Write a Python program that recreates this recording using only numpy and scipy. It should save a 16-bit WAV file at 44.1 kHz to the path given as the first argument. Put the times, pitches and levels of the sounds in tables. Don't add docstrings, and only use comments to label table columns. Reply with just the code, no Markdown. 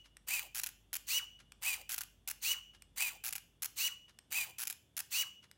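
import sys
import numpy as np
from scipy import signal
from scipy.fft import rfft, irfft
from scipy.io import wavfile

SR = 44100
rng = np.random.default_rng(int(sys.argv[2]) if len(sys.argv) > 2 else 0)


def generate_wav(signal):
    frames = np.transpose(np.atleast_2d(signal))
    scaled = np.clip(frames, -1, 1) * 32767
    pcm = np.round(scaled).astype(np.int16)
    wavfile.write(sys.argv[1], SR, pcm)


N = 245637
LEAD = SR // 2


def lens(out_times, back_times):
    # t/s after the start, level/dB, swell/s
    slack_out = [(.0239, -38, .0004), (.0294, -33, .0004)]
    slack_back = [(.0224, -38, .0004)]
    # f/Hz, level/dB
    out_colour = [(250, -26.5), (480, -27.5), (850, -7), (1400, -13), (2700, 3), (3600, -7), (4500, -1.5),
                  (5500, -6.5), (6800, 1), (11100, -6), (11600, -6.5), (12900, -14), (13600, 1.5),
                  (15500, -3.5)]
    back_colour = [(250, -42), (550, -37), (1000, -18.5), (1800, -16.5), (2700, -5), (3650, -12.5),
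                   (4300, -5.5), (5100, -11.5), (6300, -1.5), (9800, -11.5), (12900, -14), (13700, -3.5),
                   (14800, -15), (15500, -2.5)]
    run_out = motor(free_hz=2760, crawl_hz=680, cut_s=.136, brake_s=.02, stop_s=.226,
                    load_s=.079, load_share=.145, load_db=-3, gear_db=-35.2, coast_db=-5.2,
                    whine_db=-34.8, slack_db=-16, end_stop_db=-1, coast_whine_db=-14, whine_fall_s=.004)
    run_back = motor(free_hz=2985, crawl_hz=1100, cut_s=.125, brake_s=.012, stop_s=.197,
                     load_s=.092, load_share=.008, load_db=-2.5, gear_db=-31.4, coast_db=-15,
                     whine_db=-40.8, slack_db=-20, end_stop_db=7, coast_whine_db=-20, whine_fall_s=.028)
    outward = knocks(out_times, slack_out, gain_db=1, ring_s=.0018, grit_db=3)
    backward = knocks(back_times, slack_back, gain_db=0, ring_s=.0015, grit_db=3)
    tones = np.zeros(LEAD + N)
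    front_flank, rear_flank = tooth_flaws(), tooth_flaws()
    for start in out_times:
        clatter, whine = gears(run_out, front_flank, lash_db=4.9, second_db=-23, third_db=-13,
                               idler_db=-27, idler_ratio=.385, flutter_db=1.8)
        add(outward, start, clatter)
        add(tones, start, whine)
    for start in back_times:
        clatter, whine = gears(run_back, rear_flank, lash_db=1.5, second_db=-8.5, third_db=-18,
                               idler_db=-30, idler_ratio=.345, flutter_db=2.8)
        add(backward, start, clatter)
        add(tones, start, whine)
        add(tones, start, barrel(centre_hz=4320, width_hz=240, gain_db=-.5))
    radiated = body(outward, out_colour) + body(backward, back_colour)
    return shell(radiated, ring_s=.003, ring_db=-7) + tones


def motor(free_hz, crawl_hz, cut_s, brake_s, stop_s, load_s, load_share, load_db,
          gear_db, coast_db, whine_db, slack_db, end_stop_db, coast_whine_db, whine_fall_s):
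    stick_s, take_up_s, strain_s, halt_s = .004, .03, .024, .015
    engage_hz, engage_width_hz, db_per_octave = 2253, 190, 5.5
    t = np.arange(1, int(stop_s * SR)) / SR
    powered, coasting = np.minimum(t, cut_s), t - cut_s
    load = settle(powered - load_s, time_s=.026)
    driven_hz = free_hz * settle(powered - stick_s, time_s=.0255) * (1 - load_share * load)
    mesh_hz = 1 + driven_hz + (crawl_hz - driven_hz) * settle(coasting, brake_s)
    speed_db = db_per_octave * np.log2(mesh_hz / free_hz)
    fade = np.minimum(np.minimum(t / take_up_s, (stop_s - t) / halt_s), 1)
    running_db = speed_db + load_db * load + 20 * np.log10(fade)
    slack = .5 - .5 * np.tanh((driven_hz - engage_hz) / engage_width_hz)
    strain = np.exp(-((coasting + strain_s / 2) / strain_s) ** 2)
    clatter_level = gear_db + running_db + coast_db * settle(coasting, time_s=.015)
    whine_level = whine_db + running_db + coast_whine_db * settle(coasting, whine_fall_s)
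    return mesh_hz, clatter_level, whine_level + slack_db * slack + end_stop_db * strain


def gears(run, flaws, lash_db, second_db, third_db, idler_db, idler_ratio, flutter_db, pinion_teeth=9):
    mesh_hz, clatter_db, whine_db = run
    buzz_db, rattle_db = -6, -1.5
    n = len(mesh_hz)
    play = np.interp(mesh_hz, [1000, 1750, 2300], [.24, .13, .006])
    teeth_passed = np.cumsum(mesh_hz * (1 + play * wander(n, rate=900))) / SR
    surface = np.interp(teeth_passed / pinion_teeth, np.arange(len(flaws)) / len(flaws), flaws, period=1)
    buzz = surface * mesh_hz / mesh_hz.max()
    phase = 2 * np.pi * teeth_passed
    spurts = grit(n, spread_db=3.8) * undb(lash_db * wander(n, rate=630))
    rattle = unit(spurts * (1 + .5 * np.cos(phase)))
    clatter = undb(clatter_db) * (undb(buzz_db) * buzz + undb(rattle_db) * rattle)
    whine = np.sin(phase) + undb(second_db) * np.sin(2 * phase) + undb(third_db) * np.sin(3 * phase)
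    whine += undb(idler_db) * np.sin(idler_ratio * phase)
    whine *= np.sqrt(2) * undb(whine_db + flutter_db * wander(n, rate=259))
    return clatter, whine


def tooth_flaws(harmonics=54, size=2048):
    phases = 2 * np.pi * rng.random(harmonics)
    return unit(irfft(np.r_[0, np.exp(1j * phases)], size))


def barrel(centre_hz, width_hz, gain_db):
    # t/s after the start, level/dB
    rasp = [(.02, -70), (.034, -46), (.062, -43), (.08, -47), (.115, -65)]
    times, db = np.transpose(rasp)
    t = np.arange(int(times[-1] * SR)) / SR
    resonator = signal.iirpeak(centre_hz, centre_hz / width_hz, fs=SR)
    ring = signal.lfilter(*resonator, grit(len(t), spread_db=3.8))
    return unit(ring) * undb(np.interp(t, times, db) + gain_db)


def shutter(open_times, close_times):
    # t/s, level/dB, swell/s, gap to the second/s, its relative level/dB
    blades_open = [(.068, -47, 0.00024, .0023, 6), (.0892, -29.5, 0.0012, 0.006, -2.5),
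                   (.1163, -31.5, .0005, 0.0057, -3.5), (.1232, -40.5, .0013, .0028, 4),
                   (.1431, -39.5, .0008, .003, -18)]
    blades_close = [(.003, -32.5, .0007, .0059, -2.5), (.0129, -32.5, 0.0009, 0.0031, -1.5),
                    (.0263, -32, .0005, .0042, -5), (.0358, -35.5, .0013, .0038, 4)]
    # f/Hz, level/dB
    colour = [(250, -29), (480, -40.5), (750, -12), (1100, -15), (1550, -5), (1900, -9.5), (2500, -3),
              (3400, -9), (6000, -5), (6400, -3.5), (7900, -5), (8800, -12), (9800, -0.5), (15500, -5.5)]
    steps = [(.0022 + k * .0082, -36.5 + k * .64, .0015, .0029, -5) for k in range(7)]
    opening = knocks(open_times, strikes(steps + blades_open), gain_db=1.28, ring_s=.0019, grit_db=.5)
    closing = knocks(close_times, strikes(blades_close), gain_db=1, ring_s=.0019, grit_db=3.5)
    return body(opening + closing, colour)


def strikes(pairs):
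    train = []
    for at, db, swell_s, gap_s, again_db in pairs:
        train += [(at, db, swell_s), (at + gap_s, db + again_db, swell_s)]
    return train


def switch():
    ticks = [.1654, 1.517, 2.8182, 4.1853, 5.5102]
    # t/s after the onset, level/dB, swell/s
    impact = [(.0035, -44, .0003)]
    # f/Hz, level/dB
    colour = [(250, -36), (500, -19), (1500, -4), (2900, -1.5), (4500, -9), (5200, -3), (6800, -11),
              (7900, -1), (9300, -3.5), (10000, -20), (11200, -9), (15500, -23)]
    return body(knocks(ticks, impact, gain_db=.5, ring_s=.0015, grit_db=6.5), colour)


def rub(back_times):
    # t/s after the lens starts back, level/dB, swell/s
    scuffs = [(.332, -64, .002), (.344, -59, .004), (.357, -69, .003)]
    # f/Hz, level/dB
    colour = [(250, -19), (600, -18), (1500, -9.5), (3000, -11), (4000, -12), (6300, -15.5), (9000, -23),
              (11000, -19), (13000, -33), (15500, -39)]
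    return body(knocks(back_times, scuffs, gain_db=0, ring_s=.008, grit_db=3), colour)


def knocks(times, train, gain_db, ring_s, grit_db):
    scatter_s, scatter_db = .0001, 1.1
    track = np.zeros(LEAD + N)
    for start in times:
        for at, db, swell_s in train:
            slip, force = rng.standard_normal(2)
            sound = knock(db + gain_db + scatter_db * force, swell_s, ring_s, grit_db)
            add(track, start + at - 2 * swell_s + scatter_s * slip, sound)
    return track


def knock(db, swell_s, ring_s, grit_db):
    t = np.arange(SR // 30) / SR - 2 * swell_s
    envelope = np.exp(np.minimum(t, 0) / swell_s - np.maximum(t, 0) / ring_s)
    return undb(db) * envelope * grit(len(t), grit_db)


def body(x, colour, size=1024):
    hz, db = np.transpose(colour)
    log_f = np.log(np.fft.rfftfreq(size, 1 / SR) + 1)
    gain = undb(np.interp(log_f, np.log(hz), db))
    cepstrum = irfft(np.log(gain))
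    cepstrum[1:size // 2] *= 2
    cepstrum[size // 2 + 1:] = 0
    response = irfft(np.exp(rfft(cepstrum)))
    return signal.fftconvolve(x, response / np.linalg.norm(response))[:len(x)]


def shell(x, ring_s, ring_db):
    t = np.arange(SR // 50) / SR
    ring = rng.standard_normal(len(t)) * np.exp(-t / ring_s)
    ring *= undb(ring_db) / np.linalg.norm(ring)
    ring[0] += 1
    return signal.fftconvolve(x, ring / np.linalg.norm(ring))[:len(x)]


def room(x):
    # f/Hz, level/dB, time to fall 60 dB/s
    bands = [(484, -7.5, 0.2), (1450, -8, 0.25), (2546, -14, 0.45), (2944, -7.5, 0.56), (3704, -12, 0.3),
             (6000, -13.5, 0.4), (9900, -16.5, 0.3), (16000, -19.5, 0.41)]
    hz, db, t60 = np.transpose(bands)
    t = np.arange(SR * 3 // 4) / SR
    build_up = np.clip(t / .006, 0, 1)
    spectrum = rfft(rng.standard_normal(len(t)))
    log_f = np.log(np.fft.rfftfreq(len(t), 1 / SR) + 1)
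    response = 0
    for share, level_db, decay_s in zip(np.eye(len(hz)), db, t60):
        fade = np.exp(-np.log(1000) * t / decay_s) * build_up
        band = irfft(spectrum * np.interp(log_f, np.log(hz), share), len(t))
        response += undb(level_db) * band * fade / np.linalg.norm(fade)
    return signal.fftconvolve(x, response)[:len(x)]


def background(air_db=-71.5, hum_hz=49.2):
    # f/Hz, level/dB
    air_colour = [(28, -51.5), (40, -27), (52, -13), (75, 0.5), (130, -2.5), (230, -8), (450, -15.5),
                  (1000, -23.5), (3000, -30), (3450, -16.5), (3900, -33), (12000, -33), (13700, -59),
                  (16000, -48.5)]
    # t/s, level/dB
    hum_fade = [(0, -71), (3, -71), (4.2, -81), (5.5, -106)]
    t = np.arange(N) / SR
    noise = body(rng.standard_normal(LEAD + N), air_colour, size=16384)[LEAD:]
    air = unit(noise) * undb(air_db + .4 * wander(N, rate=4.2))
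    hum_db = np.interp(t, *np.transpose(hum_fade))
    return air + np.sqrt(2) * np.sin(2 * np.pi * hum_hz * t) * undb(hum_db)


def grit(n, spread_db):
    return unit(rng.standard_normal(n) * undb(spread_db * rng.standard_normal(n)))


def wander(n, rate):
    at = np.arange(n) / SR * rate
    return np.interp(at, np.arange(2048), rng.standard_normal(2048))


def settle(t, time_s):
    return 1 - np.exp(-np.maximum(t, 0) / time_s)


def undb(db):
    return 10 ** (np.asarray(db) / 20)


def unit(x):
    return x / np.sqrt(np.mean(x ** 2))


def add(track, start_s, sound):
    i = LEAD + int(start_s * SR)
    part = sound[:max(len(track) - i, 0)]
    track[i:i + len(part)] += part


def scene(count=4, first_s=.2602, every_s=1.3457):
    open_s, close_s, back_s = .2864, .6677, .7995
    shots = first_s + every_s * np.arange(count)
    backs = [-.286, *(shots + back_s)]
    camera = switch() + lens(shots, backs) + shutter(shots + open_s, shots + close_s) + rub(backs)
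    return ((camera + room(camera))[LEAD:] + background())[None]


def record(dry, top_hz=15850):
    return signal.sosfilt(signal.ellip(10, .2, 70, top_hz, fs=SR, output="sos"), dry)


dry = scene()
out = record(dry)
generate_wav(out)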